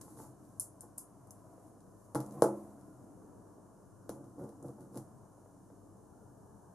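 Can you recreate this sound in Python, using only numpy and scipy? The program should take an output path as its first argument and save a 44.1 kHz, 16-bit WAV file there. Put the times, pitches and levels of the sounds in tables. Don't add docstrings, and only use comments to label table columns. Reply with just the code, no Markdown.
import sys
import numpy as np
from scipy import signal
from scipy.io import wavfile
from scipy.ndimage import uniform_filter1d

SR = 44100
rng = np.random.default_rng(int(sys.argv[2]) if len(sys.argv) > 2 else 0)


def linear_from_db(decibels):
    return 10 ** (np.asarray(decibels, float) / 20)


def wav_record(signal):
    frames = np.transpose(np.atleast_2d(signal))
    bounded = np.clip(frames, -1, 1)
    quanta = np.round(bounded * 32767).astype(np.int16)
    wavfile.write(sys.argv[1], SR, quanta)


N = 297448


def evened(x):
    return x / np.sqrt(np.mean(x ** 2) + 1e-20)


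def read(points, hz):
    f, value = np.transpose(points)
    return np.interp(np.log(hz + 1), np.log(f + 1), value)


def add(mix, s, sound):
    part = mix[..., round(s * SR):][..., :sound.shape[-1]]
    part += sound[..., :part.shape[-1]]


def cut(x, hz, kind, order):
    return signal.sosfilt(signal.butter(order, hz, kind, fs=SR, output="sos"), x)


def struck(colour, size=4096):
    gain_db = np.maximum(read(colour, abs(np.fft.fftfreq(size, 1 / SR))), -100)
    log_gain = np.log(linear_from_db(gain_db))
    taps = np.fft.ifft(np.exp(np.conj(signal.hilbert(log_gain)))).real[:size // 2]
    return taps / np.linalg.norm(taps)


def level(strokes):
    t = np.arange(0, N / SR + .002, .001)
    s, db, rise, fall = np.transpose(strokes)[..., None]
    slope_s = np.maximum(np.where(t < s, rise, fall), .002)
    gain = linear_from_db(db - 20 * abs(t - s) / slope_s).sum(axis=0)
    return np.interp(np.arange(N) / SR, t, gain)


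# pitch_hz, fade_s (time to fall 60 dB)
ROOM_FADE = [(100, 0.14), (400, 0.52), (1200, 0.31), (4000, 0.16), (10000, 0.24), (15000, 0.1)]


def room(x, wet_db, same):
    taps = np.zeros((2, SR // 2))
    at = np.arange(100, SR // 2 - 12, 12) + rng.integers(0, 12, (2, (SR // 2 - 101) // 12))
    np.put_along_axis(taps, at, rng.choice([-1., 1.], at.shape), 1)
    hz, t, z = signal.stft(taps, SR, nperseg=256)
    fading = linear_from_db(-60 * t / read(ROOM_FADE, hz)[:, None])
    left, other = signal.istft(z * fading, SR, nperseg=256)[1]
    same = np.clip(same, 0, 1)
    tail = np.array([left, same * left + np.sqrt(1 - same ** 2) * other])
    return linear_from_db(wet_db) * signal.fftconvolve(x, tail / np.linalg.norm(left), axes=1)[:, :N]


# pitch_hz, likeness (0-1)
LIKENESS = [(60, 0.09), (130, 0.82), (290, 0.67), (640, 0.3), (1410, 0.94), (3100, 0.5), (6820, 0.49),
            (15000, 0.34)]
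# pitch_hz, left_over_right_db
LEAN_LEFT = [(60, 13.5), (110, 9.5), (200, 0.5), (380, 0), (700, 4.5), (1290, -1), (2380, 1), (4400, -1),
             (8120, 1), (15000, -2.5)]


def air(colour, db, patchy_db, swell_db):
    frames, hz = N // 512 + 5, np.fft.rfftfreq(2048, 1 / SR)
    a, b, c, d, patches = rng.standard_normal((frames, 1025, 5)).T
    patches = uniform_filter1d(patches, size=6, axis=0)
    patches = evened(uniform_filter1d(patches, size=24, axis=1))
    t = np.arange(frames) * 512 / SR
    swell = evened(sum(np.sin(2 * np.pi * (f * t + rng.random())) / np.sqrt(f)
                       for f in np.geomspace(.15, 3, 20)))
    same = np.clip(read(LIKENESS, hz), -1, 1)[:, None]
    lean = linear_from_db(read(LEAN_LEFT, hz) / 2)[:, None]
    left = a + 1j * b
    right = same * left + np.sqrt(1 - same ** 2) * (c + 1j * d)
    z = np.array([left * lean, right / lean])
    z *= linear_from_db(read(colour, hz)[:, None] + patchy_db * patches + swell_db * swell)
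    return linear_from_db(db) * evened(signal.istft(z, nperseg=2048, noverlap=1536)[1][:, :N])


def machine(peaks, steady_db, swells):
    out, noise = np.zeros((2, N)), rng.standard_normal((N, 2)).T
    shared = noise + 0.66 * noise[::-1]
    for hz, width, db in peaks:
        band = signal.iirpeak(hz, hz / np.clip(width, 8, 200), SR)
        once = signal.lfilter(*band, shared)
        out += linear_from_db(db) * signal.lfilter(*band, once)
    return (linear_from_db(steady_db) + level(swells)) * evened(out)


# pitch_hz, level_db, waver_db
MAINS_TONES = [(48.7, -78, 1), (102, -69.5, 3.5), (127.7, -73, 5.5)]


def mains():
    t = np.arange(N) / SR
    noise = rng.standard_normal((N, len(MAINS_TONES))).T
    wavers = evened(uniform_filter1d(uniform_filter1d(noise, size=3000), size=3000))
    out = np.zeros(N)
    for (hz, db, waver_db), waver in zip(MAINS_TONES, wavers):
        strength = np.sqrt(2) * linear_from_db(db + waver_db * waver)
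        out += strength * np.sin(2 * np.pi * hz * t + 0.13 * waver_db * waver)
    return out


# pitch_hz, level_db (per Hz)
HUM_COLOUR = [(44, -45.5), (75, -11.5), (86, -8), (107, -2), (150, -7.5), (167, -6.5), (190, 2.5),
              (245, -11), (311, -12), (401, -7.5), (509, -10.5), (691, -13.5), (890, -15), (976, -13),
              (1800, -31.5), (2340, -83), (3960, -120)]
# pitch_hz, level_db (per Hz)
HISS_COLOUR = [(1290, -87), (2200, -14.5), (2690, -21), (2940, -9), (3270, -17.5), (4130, -10.5),
               (4860, -7.5), (5530, -2), (6500, 2), (8090, 1), (8420, 2), (9590, 4), (13100, -6),
               (14500, -11), (15200, -17)]
# pitch_hz, width_hz, level_db
DRONE_PEAKS = [(667, 195, 2), (990, 200, -4)]
WHIRR_PEAKS = [(290.8, 85, 0)]
# peak_s, level_db, rise_s, fall_s (both over 20 dB)
DRONE_COMES = [
    (0.2, -79.5, 5.5, 0.73),
    (1.65, -65.5, 4, 0.42),
    (2.42, -54, 0.34, 0.47),
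    (3.1, -70, 1, 4.3),
    (5.2, -72, 1.2, 2.7),
]
# peak_s, level_db, rise_s, fall_s (both over 20 dB)
WHIRR_COMES = [
    (0.02, -59.5, 0.22, 0.96),
    (1.7, -63, 2.1, 0.55),
    (2.7, -62.5, 0.32, 5.6),
    (3.25, -67, 2.2, 0.18),
    (4.352, -75, 0.35, 0.51),
    (4.838, -62.5, 0.8, 0.2),
    (5.75, -65.5, 0.36, 2),
]


def background():
    hum = cut(air(HUM_COLOUR, -60, 1.8, .8), 1900, "low", order=5)
    rumble = air([(15, 1.5), (30, 10), (60, 0), (80, -16), (200, -90)], -86.5, 0.14, .3)
    drone = machine(DRONE_PEAKS, -93, DRONE_COMES)
    whirr = machine(WHIRR_PEAKS, -84.5, WHIRR_COMES)
    hiss = cut(air(HISS_COLOUR, -75, .6, .3), 15400, "low", order=20)
    return hum + rumble + drone + whirr + hiss + mains() * linear_from_db([[1.5], [-1.5]])


# pitch_hz, level_db (per Hz)
STEEL_COLOUR = [(1470, -66.5), (2500, -48), (2730, -72), (3950, -37), (4170, -31), (4480, -25.5),
                (7180, -7), (7760, -8.5), (9830, -2.5), (11700, -4.5), (13200, -11.5), (15200, -24),
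                (16500, -49)]
# pitch_hz, level_db (per Hz)
CLACK_COLOUR = [(1200, 6.5), (1800, -6.5), (2500, -13), (3500, -9.5), (4500, -2.5), (5300, -2), (6500, -1),
                (8000, -21.5), (10000, -43)]
# start_s, peak_db, left_over_right_db, chatter_pitch_hz, clack_db
ROW_SNAPS = [(0.0117, -43, 4, 8900, -22), (0.0135, -38.5, -5, 6060, -40), (0.0165, -46, -9, 10400, -27),
             (0.5967, -18, -3.5, 10040, -49), (0.8071, -33.5, -2.5, 9040, -46), (0.977, -40, 3, 11800, -53),
             (0.9776, -44, 0, 8500, -53), (0.98, -27, -2, 7840, -54), (0.9802, -44, 5, 12500, -56),
             (0.9806, -28.5, -4, 10500, -60), (0.9812, -29, -4, 8400, -58), (0.9827, -32, 0, 10600, -64),
             (1.271, -57, 1.5, 11500, -32), (1.2716, -56, 0, 8600, -40), (1.3066, -38.5, -1, 6000, -53),
             (1.3074, -41.5, -3, 10150, -50), (1.3096, -44, -2, 10500, -50), (1.3113, -54, 0, 9000, -50),
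             (1.3142, -54, -3, 11500, -54), (2.1475, -30.5, -2, 10600, -22.5),
             (2.1537, -31.5, -4, 10400, -28), (2.2032, -38, -2, 11100, -20.5), (2.2623, -46, -1, 6600, -31),
             (2.2635, -60, 0, 9500, -33), (2.4204, -25, 0.5, 10630, -18), (2.4235, -28.5, -17, 9760, -39),
             (2.4354, -43, -1.5, 10600, -50), (2.4378, -30, -0.5, 10640, -43), (2.3085, -50, -3, 6400, -24),
             (2.3245, -50, -1.5, 7500, -31), (4.0922, -38, -2, 11500, -18.5), (4.0925, -41, -4, 8800, -30),
             (4.0946, -44, -7, 10200, -41), (4.098, -46, -2, 11500, -23), (4.6259, -47, -3, 6270, -38),
             (4.6285, -57, 3, 9450, -38), (4.9729, -39, -2, 11000, -21.5)]
# start_s, peak_db, left_over_right_db
BALL_SHIFTS = [(0.173, -54, -3), (0.188, -52, 1), (0.211, -59, 0), (0.451, -59, 0), (1.8047, -56.5, 2),
               (2.159, -38.5, 4), (2.168, -55, 2), (2.322, -53, -1), (2.811, -60.5, 9), (4.242, -58, 0.5),
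               (4.4387, -55, 1), (4.491, -52.5, 1), (4.683, -53, -5), (4.807, -56, -1), (4.944, -51, -1),
               (4.949, -60, 0), (4.956, -48, 1), (4.965, -58, 0)]
# delay_s, level_db
NEAR_ECHOES = [
    (.001, -13),
    (.0024, -10),
    (.0048, -15),
    (.0074, -13),
    (.012, -17),
]
# pitch_hz, left_over_right_db
SIDE_SHADE = [(2000, -10.5), (5000, -8), (8500, -1), (11500, -6), (14000, -12.5)]


def ticks():
    near, spread, t = np.zeros((2, N)), np.zeros((2, N)), np.arange(80) / SR
    steel, clack = struck(STEEL_COLOUR)[:600], struck(CLACK_COLOUR)[:600]
    shift_hz, shift_clack_db = 9500, -21.5
    rows = ROW_SNAPS + [(*row, shift_hz, shift_clack_db) for row in BALL_SHIFTS]
    luck = rng.standard_normal((len(rows), 80))
    for (s, db, pan_db, hz, mass_db), chance in zip(rows, luck):
        db = float(db)
        chatter_s = .0002 if db > -27 else .0001
        contacts = (np.cos(2 * np.pi * hz * t) + .5 * chance) * t ** 2 * np.exp(-t / chatter_s)
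        contacts[8] += .9 * abs(contacts).max()
        tick = np.convolve(contacts, steel)
        tick /= abs(tick).max()
        mass = linear_from_db(mass_db + 20.0) * clack / abs(clack).max()
        gain = linear_from_db(db) * linear_from_db([[pan_db / 2], [-pan_db / 2]])
        add(spread, s, gain * (np.linalg.norm(tick) * steel + mass))
        tick[8:608] += mass
        add(near, s + .0009, gain * tick)
    echoed = near.copy()
    for k, (s, db) in enumerate(NEAR_ECHOES):
        add(echoed[0], s, linear_from_db(db) * near[0])
        add(echoed[1], s + (-1) ** k * .00009, linear_from_db(db) * near[1])
    echoed += cut(room(spread, -3.0, 0.52), 14400, "low", order=14)
    shade = np.array([struck([(hz, side * db / 2) for hz, db in SIDE_SHADE], size=256) for side in (1, -1)])
    return signal.oaconvolve(echoed, shade, axes=1)[:, :N]


# peak_s, level_db, rise_s, fall_s (both over 20 dB)
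RUB_STROKES = [(0.03, -62, 0.12, 0.17), (0.105, -69, .06, 0.088), (0.208, -57, 0.11, 0.081),
               (0.26, -66, .04, 0.047), (0.43, -71.5, 0.065, 0.58), (0.575, -74, 0.036, 0.0074),
               (1.676, -72, 1, 0.03), (1.86, -84, .015, 0.035), (2.0, -72, .2, 0.7),
               (2.228, -62, .01, 0.076), (2.315, -70.5, 0.12, 0.85), (2.385, -77, 0.036, 0.19),
               (2.408, -61, 0.014, 0.0052), (2.61, -71.5, 0.18, 0.047), (2.8, -79, 0.58, 1),
               (4.135, -66.5, 0.044, 0.061), (4.24, -78, .03, 0.15), (4.385, -69, 0.02, 0.15),
               (4.45, -82, 0.095, 0.082), (4.65, -65, .015, 0.096), (4.815, -67, 0.041, 0.06),
               (4.933, -69, .045, 0.011), (4.962, -55, .02, 0.032), (5.003, -68, 0.013, 0.047),
               (5.14, -83, 0.1, 0.016)]


def rubs():
    size = linear_from_db(4.8 * np.minimum(rng.exponential(1, (N, 2)), 4)).T
    grains = size * rng.standard_normal((N, 2)).T
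    grains = grains * (rng.random(N) < 5000 / SR)
    ball = (struck(STEEL_COLOUR) + 0.33 * struck(CLACK_COLOUR))[None, :600]
    dry = evened(signal.oaconvolve(grains + 0.66 * grains[::-1], ball)[:, :N]) * level(RUB_STROKES)
    dry = cut(dry, 14800, "low", order=8)
    return linear_from_db(-12.0) * dry + room(dry, -3.5, 0.4)


def rings(modes):
    t = np.arange(SR // 2) / SR
    out = np.zeros(len(t))
    for hz, db, t60 in modes:
        fade_s = np.clip(t60, .03, min(.8, 250 / hz))
        out += linear_from_db(db - 60 * t / fade_s) * np.sin(2 * np.pi * hz * t)
    out *= 1 - np.exp(-t / .004)
    return out / np.linalg.norm(out)


# start_s, peak_db, place (0 edge - 1 middle), hardness (0-1)
TABLE_KNOCKS = [(0.05, -52, 0.25, .5), (0.08, -45, 0.36, 0.73), (0.172, -46, 0.56, 0.9),
                (0.242, -45, 0, 0.6), (0.277, -73, 0.7, .8), (0.189, -42.5, 0, 1), (0.2, -39, 0.1, 0.47),
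                (0.832, -55, 0.35, 0.9), (0.833, -48, 0.46, 0.54), (0.8357, -48, 0.7, 0.5),
                (0.841, -48, .3, 0.16), (1.579, -51, 0.85, 0.52), (1.64, -58, 0.5, 0.8),
                (2.1471, -23, 0, 0.25), (2.1539, -19.5, 0.29, 0.64), (2.1576, -34, 0.3, 0.94),
                (2.202, -38, 0.1, 0), (2.421, -10, 0.78, 0.43), (2.4404, -21, 0.72, 0.47),
                (2.445, -22.5, 0.54, 0.48), (2.457, -30, 1, 0.43), (2.4646, -24.5, 0.6, 0.08),
                (2.561, -60, 0.8, 0.7), (2.781, -50, 0.55, 0.63), (3.22, -53, 0.5, 0.6),
                (4.0924, -32, 0.82, 0.54), (4.0977, -47, 0.7, 0.17), (4.129, -39, 0.15, 0.08),
                (4.145, -63, 0.8, 0.5), (4.381, -45.5, 0.6, 0.3), (4.395, -46, 1, 0.58),
                (4.43, -47, 0.9, 0.57), (4.418, -40, 0.7, 0), (4.442, -43, 0.7, 0.1),
                (4.491, -48, 0.96, 0.44), (4.643, -43, 0.5, 0.2), (4.648, -36.5, 0.3, 0),
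                (4.688, -43, 0.56, 0.3), (4.682, -47, 0.8, 0), (4.694, -45, 1, 0), (4.783, -44, 0.2, 0.2),
                (4.945, -49, 0.7, 0), (4.956, -35, 0.13, 0.01), (4.972, -33, 0.23, 0), (4.984, -51, 0.5, 0),
                (5.379, -49, 0.4, 0.26), (5.459, -53.5, 0.97, 0.9), (5.701, -48, 0.61, 0.64)]
# peak_s, level_db, rise_s, fall_s (both over 20 dB)
TABLE_ROLLS = [(0.182, -56.5, 0.14, 0.23), (2.21, -39, 0.01, 0.0025), (2.23, -60, .01, 0.2),
               (2.405, -45.5, 0.24, 0.0041), (4.107, -42, 0.02, 0.0038), (4.139, -47, 0.031, 0.028),
               (4.19, -52.5, .03, 0.28), (4.4, -42.5, 0.031, 0.072), (4.425, -43, 0.0098, 0.085),
               (4.655, -48, 0.08, 0.042), (4.7, -48.5, 0.069, 0.016), (4.742, -71, 0.018, 0.03),
               (4.8, -54, 0.035, 0.32), (4.962, -41, 0.031, 0.044), (5.24, -67, 0.14, .02)]
# pitch_hz, level_db (per Hz)
WOOD_COLOUR = [(35, -58.5), (60, -21), (204, -9.5), (454, -5), (944, -9), (1030, -10), (1370, -14),
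               (1770, -26.5), (2170, -25.5), (2410, -99), (3500, -30), (4550, -71), (7700, -120)]
# pitch_hz, level_db, fade_s (time to fall 60 dB)
MIDDLE_TONES = [(284, -3, 0.72), (316.7, 6.5, 0.55), (342.5, 10.5, 0.53), (360.6, 9, 0.36),
                (422.3, 14, 0.17), (473.6, 10, 0.22), (546, 11, 0.37), (570, 0, 0.48), (654, 1.5, 0.4),
                (659, -2, 0.16), (812, 7.5, 0.085), (950, 4, 0.11), (1090, -12, 0.15), (1410, -4, 0.2)]
# pitch_hz, level_db, fade_s (time to fall 60 dB)
EDGE_TONES = [(133.7, 5, 0.37), (207.3, -1, 1), (293, -12.5, .6), (299.5, 3, 0.38), (317.8, 8, 0.19),
              (469, 1, 0.2), (504, -22, 0.17), (700, -16, 0.1), (843.4, 12, 0.15), (870, -1, 0.24),
              (957, -3, 0.19), (1114, -15, 0.19), (1316, -5, 0.2)]


def table():
    middle, edge, wood = np.zeros(N), np.zeros(N), struck(WOOD_COLOUR)
    t = np.arange(len(wood)) / SR
    flex = t * linear_from_db(-60 * t / .009) * np.sin(2 * np.pi * 530 * t)
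    slap = wood + linear_from_db(5.5) * flex / np.linalg.norm(flex)
    for s, db, place, hard in TABLE_KNOCKS:
        push = np.hanning(int(np.clip(70 - 90 * hard, 4, 120)))
        size = linear_from_db(db) / abs(np.convolve(push, slap)).max()
        place = np.clip(place, 0, 1)
        add(middle, s + .001, size * place * push)
        add(edge, s + .0006, -size * (1 - place) * push)

    bumps = linear_from_db(2.5 * rng.exponential(1, N)) * rng.choice([-1., 1.], N) * (rng.random(N) < 900 / SR)
    bumps = evened(uniform_filter1d(bumps, size=20)) * np.roll(level(TABLE_ROLLS), -350) / np.sqrt(20)

    thud = linear_from_db(3) * signal.oaconvolve(middle, slap)[:N]
    add(thud, .0064, linear_from_db(-7.5) * thud.copy())
    thud += linear_from_db(3) * signal.oaconvolve(edge, wood)[:N]
    ring = linear_from_db(5.0) * signal.oaconvolve(middle, rings(MIDDLE_TONES))[:N]
    ring += linear_from_db(9.5) * signal.oaconvolve(edge, rings(EDGE_TONES))[:N]

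    def held(modes):
        return rings([(hz, db, 0.21 * t60) for hz, db, t60 in modes])[:len(wood)]

    body = linear_from_db(-1.5) * held(MIDDLE_TONES[:6] + 2 * EDGE_TONES[:4])
    body += linear_from_db(-12.5) * held(EDGE_TONES[:2])
    body += linear_from_db(-10.5) * held(MIDDLE_TONES[5:8])
    body += linear_from_db(-14.0) * wood
    roll = signal.oaconvolve(bumps, body)[:N]
    pushes = middle + edge
    echo = room(signal.oaconvolve(pushes + .3 * bumps, wood)[None, :N], -3.0, .8)
    jolt = linear_from_db(4.0) * cut(cut(pushes, 80, "low", order=2), 40, "high", order=2)
    return jolt + cut(thud + ring + roll + echo, 98, "high", order=3)


def scene():
    return background() + ticks() + rubs() + table()


# start_s, end_s, top_hz
DULL_MOMENTS = [(0, .12, 13900), (.16, .3, 14300), (.63, .7, 13500), (.83, .86, 13200), (1.0, 1.08, 13700),
                (2.175, 2.185, 14000), (2.225, 2.25, 13500), (2.28, 2.4, 14300), (2.49, 2.56, 14300),
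                (1.33, 1.345, 13500), (4.65, 4.68, 13600), (4.964, 5.03, 13000), (5.36, 5.45, 14100)]
# pitch_hz, missing_share (0-1)
MISSING_TREBLE = [(11500, 0), (12500, .06), (13500, .2), (14300, .4), (15000, .6)]


def ragged(x):
    hz, t, z = signal.stft(x, SR, nperseg=2048, noverlap=1536)
    luck = rng.standard_normal((len(t), len(hz))).T
    patches = uniform_filter1d(luck, size=4, axis=0)
    patches = evened(uniform_filter1d(patches, size=5, axis=1))
    edge_hz, wander_hz = 14850, 260
    wander = evened(uniform_filter1d(luck[0], size=4))
    edge = np.minimum(edge_hz + wander_hz * wander, edge_hz + wander_hz)
    treble = (abs(z[:, hz > MISSING_TREBLE[1][0]]) ** 2).sum(axis=(0, 1))
    usual = np.median(treble)
    edge[treble > linear_from_db(2 * 9) * usual] = SR
    for start, end, top_hz in DULL_MOMENTS:
        edge[(t > start) & (t < end)] = top_hz
    rank = .5 + .5 * np.tanh(.85 * patches)
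    whole = (rank > read(MISSING_TREBLE, hz)[:, None]) | (treble > 4 * usual)
    keep = (hz[:, None] < edge) & whole
    return x - signal.istft(z * ~keep, SR, nperseg=2048, noverlap=1536)[1][:, :N]


def top_cut(x):
    return signal.sosfilt(signal.butter(12, 16550, fs=SR, output="sos"), x)


def record(dry):
    notch_hz, width_hz = 7850, 110
    notched = signal.lfilter(*signal.iirnotch(notch_hz, notch_hz / width_hz, SR), dry)
    return top_cut(ragged(notched))


dry = scene()
out = record(dry)
wav_record(out)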